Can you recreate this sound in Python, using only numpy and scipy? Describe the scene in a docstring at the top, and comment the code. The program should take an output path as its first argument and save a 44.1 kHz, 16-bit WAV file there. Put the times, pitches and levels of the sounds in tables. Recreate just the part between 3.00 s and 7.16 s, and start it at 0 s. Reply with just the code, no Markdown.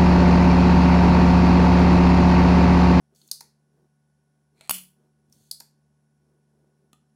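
"""A plunger slides and clicks into its catch, a sharp double crack rings out, then it is cocked again.
This is a spring-loaded desoldering pump at a workbench, fired on a circuit board in a small room.
Rubbing is uneven noise, clicks and cracks are short bursts of noise shaped by each part's tone,
and the spring rings as a set of dying sines. Nozzle and iron tap the board, hands rustle the tools,
and a fan hums faintly throughout: a few wavering sines over soft noise."""
import sys
import numpy as np
from scipy import signal
from scipy.fft import rfft, irfft, next_fast_len
from scipy.io import wavfile

SR = 44100
rng = np.random.default_rng(int(sys.argv[2]) if len(sys.argv) > 2 else 0)


def int16_out(signal):
    """Quantize to a 16-bit WAV file."""
    q = np.round(np.clip(np.atleast_2d(signal).T, -1, 1) * 32767)
    wavfile.write(sys.argv[1], SR, q.astype(np.int16))


N = 183279
T = np.arange(int(.7 * SR)) / SR  # time axis of one short sound, in s


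def firing():
    """The catch lets go and the piston hits its stop: two cracks with a rush between; the parts ring on."""
    # trigger letting go, then piston hitting its stop: t/s, crack/dB, crack length/s, crack t60/s,
    # barrel ring/dB (before a 6.5 dB cut), push/dB, push width/s
    snaps = [(1.6948, -18, 0.0013, 0.0092, -23, -28.5, 0.00016),
             (1.7085, -26.5, 0.002, 0.016, -17.5, -18.5, 0.00012)]
    # tone of the crack: f/Hz, level/dB
    crack_colour = [(35, -19), (150, 0), (240, 0.5), (420, -12.5), (1100, 0), (1600, -6.5), (2200, -3.5),
                    (3150, -4), (3680, -17), (4400, 3.5), (5400, -6.5), (7500, 2), (14500, -7),
                    (16000, -11.5)]
    # resonances of the barrel: f/Hz, width/Hz, level/dB
    barrel = [(3020, 220, -7), (3410, 110, -13), (8040, 170.9, -6.5), (10250, 570, 4.5), (13630, 150, 5)]
    # board against the bench: f/Hz, level/dB relative to the push, t60/s
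    thump = [(118, -22.5, 0.029), (240.5, -15.5, 0.029), (1230, -8, 0.0071)]
    # tone of the air sucked in: f/Hz, level/dB
    rush_colour = [(200, -7), (420, -13), (750, -8.5), (2000, -17.5), (4400, -3), (7000, -2.5),
                   (10200, 6.5), (12000, -5), (13700, 1), (16000, -12.5)]
    # tones of the freed spring: f/Hz, relative level/dB, t60/s
    spring = [(184, -2, 0.49), (252, -7, 0.15), (2876, -3, 0.3), (2950, -0.5, 0.29), (3111, -3, 0.1),
              (3080, -4, .25), (3370, -3.5, .24), (4590, -7, 0.22), (6700, -7, 0.21), (7200, -5.5, 0.18),
              (8640, -4, .2), (9726, -5, .2), (10030, -5.5, 0.22), (10100, -0.5, .24), (10375, 2, 0.18),
              (10470, 0.5, 0.33), (10900, -1.5, 0.23), (11000, -5.5, .24), (13700, -0.5, 0.22),
              (13300, -1.5, .19), (13590, 1, 0.21)]
    # tone of the rattling coils: f/Hz, level/dB
    coil_colour = [(50, -23.5), (200, -5), (850, -21.5), (1600, -16), (2700, -1), (3400, -1.5),
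                   (3700, -21.5), (4100, -0.5), (6000, -6.5), (7500, -2), (12000, -5), (16000, -13)]

    out = np.zeros(N)
    for s, crack_db, length, t60, ring_db, push_db, width in snaps:
        crack = colour(chatter(length, t60), crack_colour)
        add(out, s, amp(crack_db) * crack)
        shake = chatter(length=0.0021, t60=0.014, rise=0.00089)
        add(out, s, amp(ring_db - 6.5) * body(shake, barrel))
        # the recoil pushes on the board, which thumps on the bench
        u = T / width
        push = u * (2 - u) * np.exp(1 - u)
        add(out, s, amp(push_db) * (push + ring(thump)))

    release, stop = snaps[0][0], snaps[1][0]
    flight = [(release + 0.0046, -41), (stop - .003, -30), (stop + 0.002, -33)]  # t/s, level/dB
    out += colour(rub(flight, grain_db=1.0, fade=0.0009), rush_colour)
    spring_swell = 1 - np.exp(-T / 0.0161)
    add(out, stop, amp(-40) * ring(spring) * spring_swell)
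    # loose coils rattle unevenly inside the barrel
    unevenness = amp(2 * drift(rate_hz=300)[:len(T)])
    coils = chatter(length=.037, t60=0.24, rise=0.021) * unevenness
    add(out, stop, amp(-45) * body(coils, barrel) + amp(-39.5) * colour(coils, coil_colour))
    return out


def cocking():
    """The plunger rubs down the barrel, clicks past the catch and settles back on it."""
    # strokes from first push to latch: start t/s, latch t/s, rubbing/dB (before the slide is mixed),
    # latch/dB, latch t60/s, latch brightness/dB per octave
    strokes = [(0.145, .3132, -65.5, -22.5, 0.011, 0.5), (2.313, 2.5119, -68, -26, 0.011, 0.5)]
    # plunger snagging on the catch on its way down: t/s, level/dB, brightness/dB per octave, pitch factor
    catches = [(0.1486, -60.5, -1, 1.23), (.160, -57, -4.5, 1.01), (0.215, -51.5, -7.5, .89),
               (0.2763, -48.5, 2.5, 1.43), (.287, -54, -8, .92), (2.298, -66, 11, 0.77),
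               (2.3246, -49, -5.5, 1.194)]
    # plunger settling on the catch as the thumb lets go: t/s, click/dB, knock delay/s, knock/dB
    seats = [(.406, -40.5, 0.0029, -43.5), (2.6009, -40, .0045, -46)]
    # resonances of the plunger: f/Hz, width/Hz, level/dB
    plunger = [(292, 290, -7.5), (917, 155, 2), (1014, 50, -16), (2270, 230, -40)]
    # tone of the rubbing: f/Hz, level/dB
    slide_colour = [(1500, -23), (2500, -14), (3400, -7), (4400, -5), (5400, -8.5), (6400, -1.5),
                    (8000, -1.5), (10000, -1.5), (13000, -6), (16000, -9.5)]
    # the squeezed spring sings faintly: f/Hz, width/Hz, level/dB relative to the rubbing
    coil_song = [(3480, 220, -22), (4360, 260, -15), (6300, 200, -17)]
    push_s = 0.012  # s, the thumb takes up the load
    ease_s, ease_db = 0.036, -2.5  # s, dB: the thumb slows the plunger just before the latch

    clicks, knocks, slide = np.zeros((3, N))
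    for start, latch, rub_db, latch_db, t60, slope_db in strokes:
        stroke = [(start, rub_db), (latch - ease_s, rub_db), (latch, rub_db + ease_db)]
        slide += rub(stroke, grain_db=1.0, fade=push_s)
        add(clicks, latch, amp(latch_db) * click(0.0035, t60, slope_db, pitch=1.005))
    for s, db, slope_db, pitch in catches:
        add(clicks, s, amp(db) * click(0.0011, 0.015, slope_db, pitch))
    for s, click_db, delay, knock_db in seats:
        add(clicks, s, amp(click_db) * click(0.005, 0.015, slope_db=2, pitch=1.03))
        knock = body(chatter(length=0.00035, t60=0.013, rise=0.00045), plunger)
        add(knocks, s + delay, amp(knock_db) * knock)

    slide = colour(slide, slide_colour)
    slide = amp(-3.0) * slide + body(slide, coil_song)
    # held in the air, the small pump radiates little bass
    bass_cut = signal.butter(2, 110, "high", fs=SR)
    return signal.lfilter(*bass_cut, clicks + knocks + slide)


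def click(length, t60, slope_db, pitch):
    """The catch buzzes against the plunger: length and t60 in s, brightness in dB per octave."""
    # tone of the catch: f/Hz, level/dB
    catch_colour = [(150, -30), (500, -34), (1200, -31.5), (2200, -35), (2900, -28.5), (3650, -16),
                    (4300, 0.5), (5100, -2.5), (5700, -9), (6200, -8), (7800, -13), (9600, -10),
                    (13000, -12.5), (16000, -21)]
    return colour(chatter(length, t60, rise=0.00047), tilted(catch_colour, slope_db, pitch))


def touches():
    """Nozzle and iron tick on the circuit board and make it ring; the nozzle also drags on the joint."""
    # nozzle and iron touching: t/s, tick/dB, tick t60/s, board ring/dB, brightness/dB per octave
    contacts = [(1.6096, -44, 0.019, -66.5, -1), (1.6748, -54, .01, -77, 0.5),
                (3.9307, -68.5, 0.016, -54, 3)]
    # tone of ticks and dragging: f/Hz, level/dB
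    touch_colour = [(200, -8.5), (450, -15), (660, 3), (1100, -5.5), (1900, -3.5), (2350, 1), (2900, -7),
                    (4200, -1), (5200, -15.5), (8200, -4), (11000, -13), (16000, -23)]
    # resonances of the circuit board: f/Hz, width/Hz, level/dB
    board_modes = [(220, 34, 2.5), (245, 30, -6), (1223, 42, -1), (1860, 250, -12), (2840, 110, -7.5),
                   (3334, 310, -5.5), (3990, 200, -10), (6750, 810, -4.5), (9684, 770, -5)]
    start, end, drag_db = 1.537, 1.694, -62.5  # s, s, dB before the drag is mixed
    press_s, press_db = 0.098, -19.5  # s, dB: the nozzle starts softer and is pressed home gradually

    pressing = [(start, drag_db + press_db), (start + press_s, drag_db), (end, drag_db)]
    drag = rub(pressing, grain_db=2.5)
    squeak = body(drag, [(2323, 72, -10.0), (4130, 100, -7)])  # f/Hz, width/Hz, level/dB
    out = amp(-2.0) * colour(drag, touch_colour) + squeak
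    for s, tick_db, t60, ring_db, slope_db in contacts:
        contact = chatter(length=0.00072, t60=t60)
        tick = colour(contact, tilted(touch_colour, slope_db))
        add(out, s, amp(tick_db) * tick + amp(ring_db) * body(contact, board_modes))
    return out


def hands():
    """Skin slips on the tools: a faint, uneven rustle of the grip, which swells when the hands shift."""
    # hands shifting tools and board: middle t/s, length/s, level/dB (before a 0.5 dB cut), pitch factor
    shifts = [(0.134, 0.067, -66.5, 1.08), (0.252, 0.088, -73.5, 0.82), (0.445, 0.12, -69, 1.04),
              (0.792, 0.22, -68, 0.98), (1.578, .14, -69, 1), (2.029, .16, -69.5, 1),
              (2.351, 0.22, -68, 0.59), (3.623, .36, -71, 1.05)]
    # tone of the rustle: f/Hz, level/dB
    handling_colour = [(60, -24), (130, -6), (200, 0.5), (290, -6), (370, 4.5), (480, -5.5), (650, -11.5),
                       (1000, -18), (2000, -32.5), (8000, -37.5)]

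    grip = amp(-81 + 5 * drift(rate_hz=4.1))
    out = colour(slips(grain_db=2.5) * grip, handling_colour)
    for s, length, db, pitch in shifts:
        swell = np.sin(np.pi * np.minimum(T / length, 1))
        rustle = colour(swell * slips(grain_db=3.5)[:len(T)], tilted(handling_colour, 0, pitch))
        add(out, max(s - length / 2, 0), amp(db - 0.5) * rustle)
    return out


def fan():
    """Wavering motor lines, the lowest one throbbing, over a soft rush of air."""
    # motor lines: f/Hz, level/dB rms before waver and throb
    motor_lines = [(73.6, -79), (147.3, -70.5), (220.9, -76.5), (294.5, -90.5), (389, -87), (747, -91),
                   (1104, -94.5), (1470, -88.5), (1766, -101)]
    # tone of the air: f/Hz, level/dB
    air_colour = [(25, -22), (70, -15), (120, -5.5), (190, 6.5), (280, -1.5), (390, -6), (550, -5.5),
                  (1000, -10.5), (1250, -20), (1550, -16.5), (2100, -20.5), (4200, -24), (10500, -21),
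                  (13000, -35.5)]
    # narrow bands of hiss: f/Hz, width/Hz, level/dB rms
    hiss_bands = [(1500, 170, -92.5), (5560, 340, -92.5), (9950, 360, -91.5)]
    throb_period, throb_crest, throb_db = .349, .11, 4.5  # s, first crest in s, dB up and down

    lines = []
    for hz, db in motor_lines:
        level = amp(db + 1.2 * drift(rate_hz=0.64))
        wavering_hz = hz * (1 + 0.002 * drift(rate_hz=9.5))
        phase = 2 * np.pi * np.cumsum(wavering_hz) / SR
        lines.append(level * np.sqrt(2) * np.sin(phase))
    t = np.arange(N) / SR
    throb = amp(throb_db * np.cos(2 * np.pi * (t - throb_crest) / throb_period) - 5.0)
    rush = colour(rng.standard_normal(N), air_colour) * amp(-76.5 + 0.21 * drift(rate_hz=5.9))
    hiss = sum(amp(db) * resonate(rng.standard_normal(N), hz, width) for hz, width, db in hiss_bands)
    return throb * lines[0] + sum(lines[1:]) + rush + hiss


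def room(x, build=0.0054):
    """A diffuse tail of noise that builds up as the walls answer and dies band by band."""
    # how long each band lasts: f/Hz, t60/s
    room_t60 = [(150, 0.87), (500, 0.22), (1500, .26), (4300, 0.3), (8000, 0.28), (15000, 0.2)]
    # tone of the tail: f/Hz, level/dB
    room_colour = [(100, -7), (200, -3), (450, -4.5), (900, -5.5), (1800, -5.5), (3000, -5.5), (5000, -9.5),
                   (9000, -6.5), (15000, -9)]

    hz, t, bands = signal.stft(rng.standard_normal(len(T)), SR, nperseg=256)
    t60 = read(room_t60, hz)[:, None]
    bands *= amp(read(room_colour, hz)[:, None] - 60 * t / t60)
    bands *= np.sqrt(np.log(1e6) / (t60 * SR))  # evens out the energy of long and short tails
    tail = signal.istft(bands, SR, nperseg=256)[1][:len(T)]
    tail = tail * (1 - np.exp(-(T / build) ** 2))
    return signal.fftconvolve(x, tail)[:N]


def chatter(length, t60, rise=0.00013):
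    """Parts buzz against each other for a moment, then come to rest (times in s)."""
    onset = 1 - np.exp(-T / rise)
    decay = amp(-60 * np.maximum(T - length, 0) / t60)
    return onset * decay * rng.choice([-1., 1.], len(T))


def ring(modes):
    """Dying sines of a struck part."""
    return sum(amp(db - 60 * T / t60) * np.sin(2 * np.pi * hz * T) for hz, db, t60 in modes)


def body(x, resonances):
    """A part with several resonances, shaken by x."""
    return sum(amp(db) * resonate(x, hz, width_hz) for hz, width_hz, db in resonances)


def resonate(x, hz, width_hz):
    """One resonance, which favours sound near its own pitch; keeps the energy."""
    pole = np.exp((2j * hz - width_hz) * np.pi / SR)
    y = signal.lfilter([1], [1, -pole], x).real
    return unit(y) * np.sqrt(np.mean(x ** 2))


def rub(curve, grain_db, fade=0.032):
    """Friction that follows a level curve of (time in s, level in dB)."""
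    s, db = np.transpose(curve)
    level = amp(np.interp(np.arange(N) / SR, s, db))
    return between(s[0], s[-1], fade) * level * slips(grain_db)


def slips(grain_db):
    """Friction: tiny slips of uneven size."""
    return unit(rng.standard_normal(N) * amp(grain_db * drift(rate_hz=420)))


def drift(rate_hz):
    """Smooth random wander of rms one, with less and less movement above rate_hz."""
    spectrum = rfft(rng.standard_normal(N))
    keep_low = np.exp(-(np.fft.rfftfreq(N, 1 / SR) / rate_hz) ** 2)
    return unit(irfft(spectrum * keep_low, N))


def between(start, end, fade):
    """One from start to end, with short ramps inside (times in s)."""
    t = np.arange(N) / SR
    return np.clip(np.minimum(t - start, end - t) / fade, 0, 1)


def colour(x, points):
    """Gives x the spectrum in the table, without sounding ahead of x; keeps the energy."""
    size = next_fast_len(len(x) + 4096)
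    log_gain = np.log(amp(read(points, abs(np.fft.fftfreq(size, 1 / SR)))))
    response = np.exp(np.conj(signal.hilbert(log_gain)))  # minimum phase
    y = np.fft.ifft(np.fft.fft(x, size) * response).real[:len(x)]
    return unit(y) * np.sqrt(np.mean(x ** 2))


def tilted(points, slope_db, pitch=1):
    """The same spectrum, shifted in pitch, and brighter or duller per octave above 2000 Hz."""
    return [(hz * pitch, db + slope_db * np.log2(max(hz, 2000) / 2000)) for hz, db in points]


def read(points, hz):
    """Reads a spectrum table on a log-frequency axis."""
    f, value = np.transpose(points)
    return np.interp(np.log(hz + 1), np.log(f + 1), value)


def amp(db):
    """Decibels to gain."""
    return 10 ** (np.asarray(db) / 20)


def unit(x):
    """Scales to an rms of one."""
    return x / np.sqrt(np.mean(x ** 2) + 1e-20)


def add(mix, s, sound):
    """Mixes a sound in at time s, in seconds."""
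    part = mix[round(s * SR):][:len(sound)]
    part += sound[:len(part)]


def scene():
    """Pump and iron close by, the room behind them, the fan throughout."""
    shot, pump, board = firing(), cocking(), touches()
    # the thump of the shot hardly carries into the room
    carried = signal.lfilter(*signal.butter(1, 1800, "high", fs=SR), shot)
    walls = room(amp(1.5) * pump + amp(-3.5) * carried + amp(0.5) * board)
    return (pump + shot + board + walls + hands() + fan())[None]


def record(dry):
    """The recorder's band limit: a steep low-pass near 16 kHz."""
    low_pass = signal.firwin(255, 15950, window=("kaiser", 9), fs=SR)
    return signal.oaconvolve(dry, low_pass[None], "same")


dry = scene()
out = record(dry)
int16_out(out)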